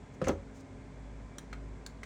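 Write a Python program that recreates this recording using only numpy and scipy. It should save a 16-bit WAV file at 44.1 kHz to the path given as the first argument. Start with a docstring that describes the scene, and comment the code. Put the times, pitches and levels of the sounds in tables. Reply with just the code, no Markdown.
"""A small kitchen: quiet air, faint appliance hum, a deep tone that swells and fades throughout.
A hand shifts on the handle of an air fryer's plastic drawer and pushes it home. The drawer knocks on
the housing and scrapes over runners and catch; the appliance booms on its feet, the catch snaps,
the drawer seats with a low clunk and the hand lets go. Then a control clicks down and up, twice."""
import sys
import numpy as np
from scipy import signal
from scipy.fft import rfft, irfft, next_fast_len
from scipy.io import wavfile

SR = 44100
rng = np.random.default_rng(int(sys.argv[2]) if len(sys.argv) > 2 else 0)


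def log_audio(samples):
    """Write samples as a 16-bit WAV file to the path given in sys.argv[1]."""
    # one column per channel
    frames = np.atleast_2d(samples).T
    # limit to full scale, then quantise
    limited = np.clip(frames, -1, 1)
    pcm = np.round(limited * 32767).astype(np.int16)
    wavfile.write(sys.argv[1], SR, pcm)


N = 90404


def from_db(db):
    """Decibels to gain."""
    return 10 ** (np.asarray(db) / 20)


def seconds():
    """Sample times."""
    return np.arange(N) / SR


def noise():
    """White noise, rms 1."""
    return rng.standard_normal(N)


def decay(start_s, t60_s):
    """Step to 1, then exponential decay."""
    age_s = seconds() - start_s
    return (age_s >= 0) * np.exp(-np.log(1000) * np.maximum(age_s, 0) / t60_s)


def drift(corner_hz):
    """Smooth random drift, standard deviation 1."""
    hop, settle = 40, 2000
    pole = np.exp(-2 * np.pi * corner_hz * hop / SR)
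    white = rng.standard_normal(N // hop + settle + 2)
    slow = signal.lfilter([1], [1, -2 * pole, pole * pole], white)[settle:]
    return np.interp(np.arange(N) / hop, np.arange(len(slow)), slow / slow.std())


def coloured(x, spectrum, treble_db=0):
    """Minimum-phase filter: spectrum (f/Hz, level/dB) scaled to unit power gain, then a 3 kHz shelf."""
    size = 2 * next_fast_len(N)
    hz = np.maximum(np.arange(size // 2 + 1) * SR / size, 1)
    points_hz, db = np.transpose(spectrum)
    gain = from_db(np.interp(np.log(hz), np.log(points_hz), db))
    shelf = from_db(treble_db * hz ** 2 / (hz ** 2 + 3000 ** 2))
    gain = gain / np.sqrt(np.mean(gain ** 2)) * shelf
    cepstrum = irfft(np.log(gain))
    causal = np.r_[cepstrum[0], 2 * cepstrum[1:size // 2]]
    return irfft(rfft(x, size) * np.exp(rfft(causal, size)))[:N]


def ring(start_s, hz, t60_s):
    """One struck mode."""
    return decay(start_s, t60_s) * np.sin(2 * np.pi * hz * (seconds() - start_s))


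def crack(start_s, t60_s):
    """Dense tiny modes as a decaying noise burst."""
    return decay(start_s, t60_s) * rng.choice([-1, 1], N)


def contact(start_s, rise_s):
    """Plastic yields, so force builds gradually."""
    return 1 - np.exp(-np.maximum(seconds() - start_s, 0) / rise_s)


def air():
    """Room air: steady dark noise."""
    # noise spectrum: f/Hz, relative density/dB
    spectrum = [(20, -28), (35, 3.5), (60, -0.5), (90, -1), (160, 0), (240, -2), (320, -9), (390, -4.5),
                (480, -10.5), (600, -10.5), (900, -14), (1250, -19.5), (1650, -20), (1950, -21.5),
                (2300, -21.5), (2750, -29.5), (3400, -31), (4700, -34), (7700, -33.5), (10000, -48),
                (15000, -59.5)]
    return from_db(-52) * coloured(noise(), spectrum)


def hum():
    """Appliance hum: faint wavering lines over a deep tone that swells and fades."""
    # deep tone's envelope: t/s, rms level/dB
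    swell = [(0, -52), (0.15, -69), (0.25, -48.5), (0.54, -53), (0.64, -61), (0.88, -52.5), (1.03, -46),
             (1.25, -45), (1.33, -54), (1.39, -62), (1.44, -51), (1.54, -44), (1.68, -43.5), (1.85, -51),
             (2.05, -48.5)]
    # hum lines: f/Hz, rms level/dB
    lines = [(100, -59), (134, -60.5), (226, -64.5), (268.5, -59), (426, -68), (490, -74.5), (581, -72),
             (1022, -75.5), (1610, -80.5), (2126, -78.5), (2304, -82.5), (3400, -85)]
    deep_hz, wander_hz, waver_db = 52.45, 1.85, 3
    t = seconds()
    out = from_db(np.interp(t, *np.transpose(swell))) * np.sin(2 * np.pi * deep_hz * t)
    for hz, db in lines:
        cycles = np.cumsum(hz + wander_hz * drift(corner_hz=3.26)) / SR + rng.random()
        out += from_db(db + waver_db * drift(corner_hz=4.4)) * np.sin(2 * np.pi * cycles)
    return np.sqrt(2) * out


def hand():
    """Skin brushes the handle as the hand shifts and lets go."""
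    # brushes: t/s, length/s, level/dB
    brushes = [(0.146, 0.012, -68), (0.569, 0.035, -66.5), (0.608, 0.015, -65)]
    # skin friction: f/Hz, relative density/dB
    spectrum = [(1000, -11), (3000, -5.5), (6500, 9), (9000, -2.5), (15000, -11)]
    touch = sum(from_db(db) * np.exp(-2 * ((seconds() - peak_s) / length_s) ** 2)
                for peak_s, length_s, db in brushes)
    return coloured(touch * noise(), spectrum)


def knocks():
    """Knocks ring the hollow drawer; walls crack, loose parts buzz. Seating damps the modes."""
    # hits on the housing: t/s, thud/dB, body/dB, hollow ring/dB, crack/dB
    hits = [(0.2154, -65, -43, -24, -31), (0.2225, -24.5, -32, -53, -53), (0.2730, -42, -27, -22.5, -38),
            (0.2893, -36.5, -57, -33.5, -24.5), (0.2930, -47, -20, -22, -41),
            (0.3055, -29, -31.5, -27, -54), (0.315, -50, -41, -33.5, -53), (0.3365, -43, -35, -45, -60)]
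    # drawer and housing modes: f/Hz, level/dB, t60/s
    modes = [(160, -6.5, 0.147), (186, -2, 0.096), (282.5, -3.5, 0.073), (297, -1, 0.038),
             (371, -1.5, 0.083), (437.5, -7, 0.11), (518.2, 0, 0.08), (550, -11.5, 0.1), (624, -21, 0.14),
             (739, -12.5, 0.077), (981, -16.5, 0.064), (1130, -23.5, .11), (1273, -15, 0.062),
             (1325, -12.5, 0.029), (2095, -26.5, 0.046), (2520, -27.5, 0.056)]
    # dense short modes of the plastic: f/Hz, relative density/dB
    wall_spectrum = [(150, -39.5), (400, 10.5), (800, -0.5), (1300, -8.5), (1700, -5.5), (2400, -15.5),
                     (3300, -15), (6000, -24), (9000, -31), (16000, -54)]
    thud_below_hz, body_below_hz = 230, 480
    seated_s, seated_t60_s = 0.321, 0.08
    ringing, walls = 0, 0
    for start_s, thud_db, body_db, ring_db, crack_db in hits:
        force = contact(start_s, rise_s=0.00092)
        clamped_s = np.maximum(seconds() - max(start_s, seated_s), 0)
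        damping = np.exp(-np.log(1000) * clamped_s / seated_t60_s)
        for hz, db, t60_s in modes:
            band_db = thud_db if hz < thud_below_hz else body_db if hz < body_below_hz else ring_db
            ringing += from_db(db + band_db) * force * damping * ring(start_s, hz, t60_s)
        burst = crack(start_s, t60_s=0.028)
        buzz = from_db(-8.5) * crack(start_s, t60_s=0.12)
        walls += from_db(crack_db) * force * (burst + buzz)
    return ringing + coloured(walls, wall_spectrum)


def scrapes():
    """Plastic rubs over runners and catch in short runs of dense slips."""
    # runs: t/s, length/s (first half held, then decay), level/dB, treble/dB
    runs = [(0.241, 0.013, -43.5, -2.5), (0.255, .012, -55.5, 6), (0.268, 0.034, -37, -13)]
    # plastic friction: f/Hz, relative density/dB
    spectrum = [(200, -17), (600, -3), (1400, 3), (2400, 4), (3300, -8), (5000, -9), (6800, -4.5),
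                (9000, -18.5), (16000, -32)]
    slips_per_s, release_s = 5000, 0.0088
    slip_chance = slips_per_s / SR
    t, out = seconds(), 0
    for start_s, length_s, db, treble_db in runs:
        slips = noise() * (rng.random(N) < slip_chance) / np.sqrt(slip_chance)
        envelope = (t >= start_s) * np.exp(-np.maximum(t - start_s - length_s / 2, 0) / release_s)
        out += from_db(db) * coloured(slips * envelope, spectrum, treble_db)
    return out


def rocking():
    """The push sets the appliance booming on its feet."""
    # jolts: t/s, level/dB
    jolts = [(0.255, -37), (0.306, -38.5), (0.331, -39.5)]
    # rocking modes: f/Hz, level/dB, t60/s
    modes = [(62, -20.5, 0.18), (85, 2.5, 0.33)]
    return sum(from_db(jolt_db + mode_db) * ring(start_s, hz, t60_s)
               for start_s, jolt_db in jolts for hz, mode_db, t60_s in modes)


def catch():
    """The spring catch gives one bright snap."""
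    # snap: f/Hz, relative density/dB
    spectrum = [(1000, -3.5), (4000, -16), (5400, -18.5), (6300, -1.5), (7100, -7.5), (7900, -13),
                (10000, -25), (15000, -22)]
    return from_db(-27.5) * coloured(crack(start_s=0.2834, t60_s=0.02), spectrum)


def clicks(flips, spectrum, t60_s, rise_s):
    """Each switch flip: a crack and a brief ring, echoed by a nearby surface."""
    echo_s, echo_db = 0.008, -12.5
    t, direct = seconds(), 0
    for start_s, crack_db, ring_hz, ring_db, ring_t60_s, treble_db in flips:
        force = contact(start_s, rise_s)
        direct += from_db(crack_db) * coloured(force * crack(start_s, t60_s), spectrum, treble_db)
        direct += from_db(ring_db) * force * ring(start_s, ring_hz, ring_t60_s)
    return direct + from_db(echo_db) * np.interp(t - echo_s, t, direct, left=0)


def presses():
    """The control flips down with a sharp click."""
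    # down strokes: t/s, crack/dB, ring f/Hz, ring level/dB, ring t60/s, treble/dB
    flips = [(1.3836, -37, 5800, -40, 0.019, -2.5), (1.8637, -40.5, 4350, -31, 0.0061, 1)]
    # crack: f/Hz, relative density/dB
    spectrum = [(300, -10), (900, 0), (1700, 1.5), (2700, -7.5), (3700, 4), (5000, -11.5), (6800, 3.5),
                (9300, -6), (10800, -12), (15000, -14)]
    return clicks(flips, spectrum, t60_s=0.026, rise_s=0.0001)


def releases():
    """The control flips back up with a duller, longer click."""
    # up strokes: t/s, crack/dB, ring f/Hz, ring level/dB, ring t60/s, treble/dB
    flips = [(1.5284, -36, 1590, -39, 0.0068, -2.5), (2.0319, -41.5, 2130, -36, .012, 7)]
    # crack: f/Hz, relative density/dB
    spectrum = [(200, -25), (450, -3), (1000, 0.5), (1550, 3.5), (2400, -1), (2900, -10.5), (4200, -8.5),
                (5000, -17.5), (5900, -14), (8200, -19.5), (10500, -30), (15000, -31)]
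    return clicks(flips, spectrum, t60_s=0.041, rise_s=0.0007)


def kitchen(x):
    """Diffuse reflections of a small room."""
    # colour of the reflections: f/Hz, relative level/dB
    spectrum = [(60, -8), (250, 4), (520, 3.5), (1000, 2.5), (2000, -2), (6000, -4), (15000, -4)]
    tail = noise() * decay(start_s=0.0054, t60_s=0.24)
    tail /= np.sqrt(np.sum(tail ** 2))
    return signal.fftconvolve(x, coloured(tail, spectrum))[:N]


def scene():
    """Drawer and control close by in the humming kitchen; mono."""
    drawer = knocks() + scrapes() + catch() + hand()
    control = presses() + releases()
    reflections = kitchen(from_db(-15) * drawer + from_db(-11.5) * control)
    return (drawer + rocking() + control + reflections + hum() + air())[None]


def record(dry):
    """Microphone: lowest bass shed, deep dip near 12 kHz, very top cut."""
    # microphone response: f/Hz, relative level/dB
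    response = [(15, -26), (38, -2.5), (48, -0.5), (10200, 1.5), (11500, -18.5), (12600, -16), (14000, 3),
                (16000, 0.5)]
    cutoff_hz = 16400
    lowpass = signal.ellip(10, 0.1, 80, cutoff_hz, fs=SR, output="sos")
    return signal.sosfilt(lowpass, coloured(dry[0], response))[None]


dry = scene()
out = record(dry)
log_audio(out)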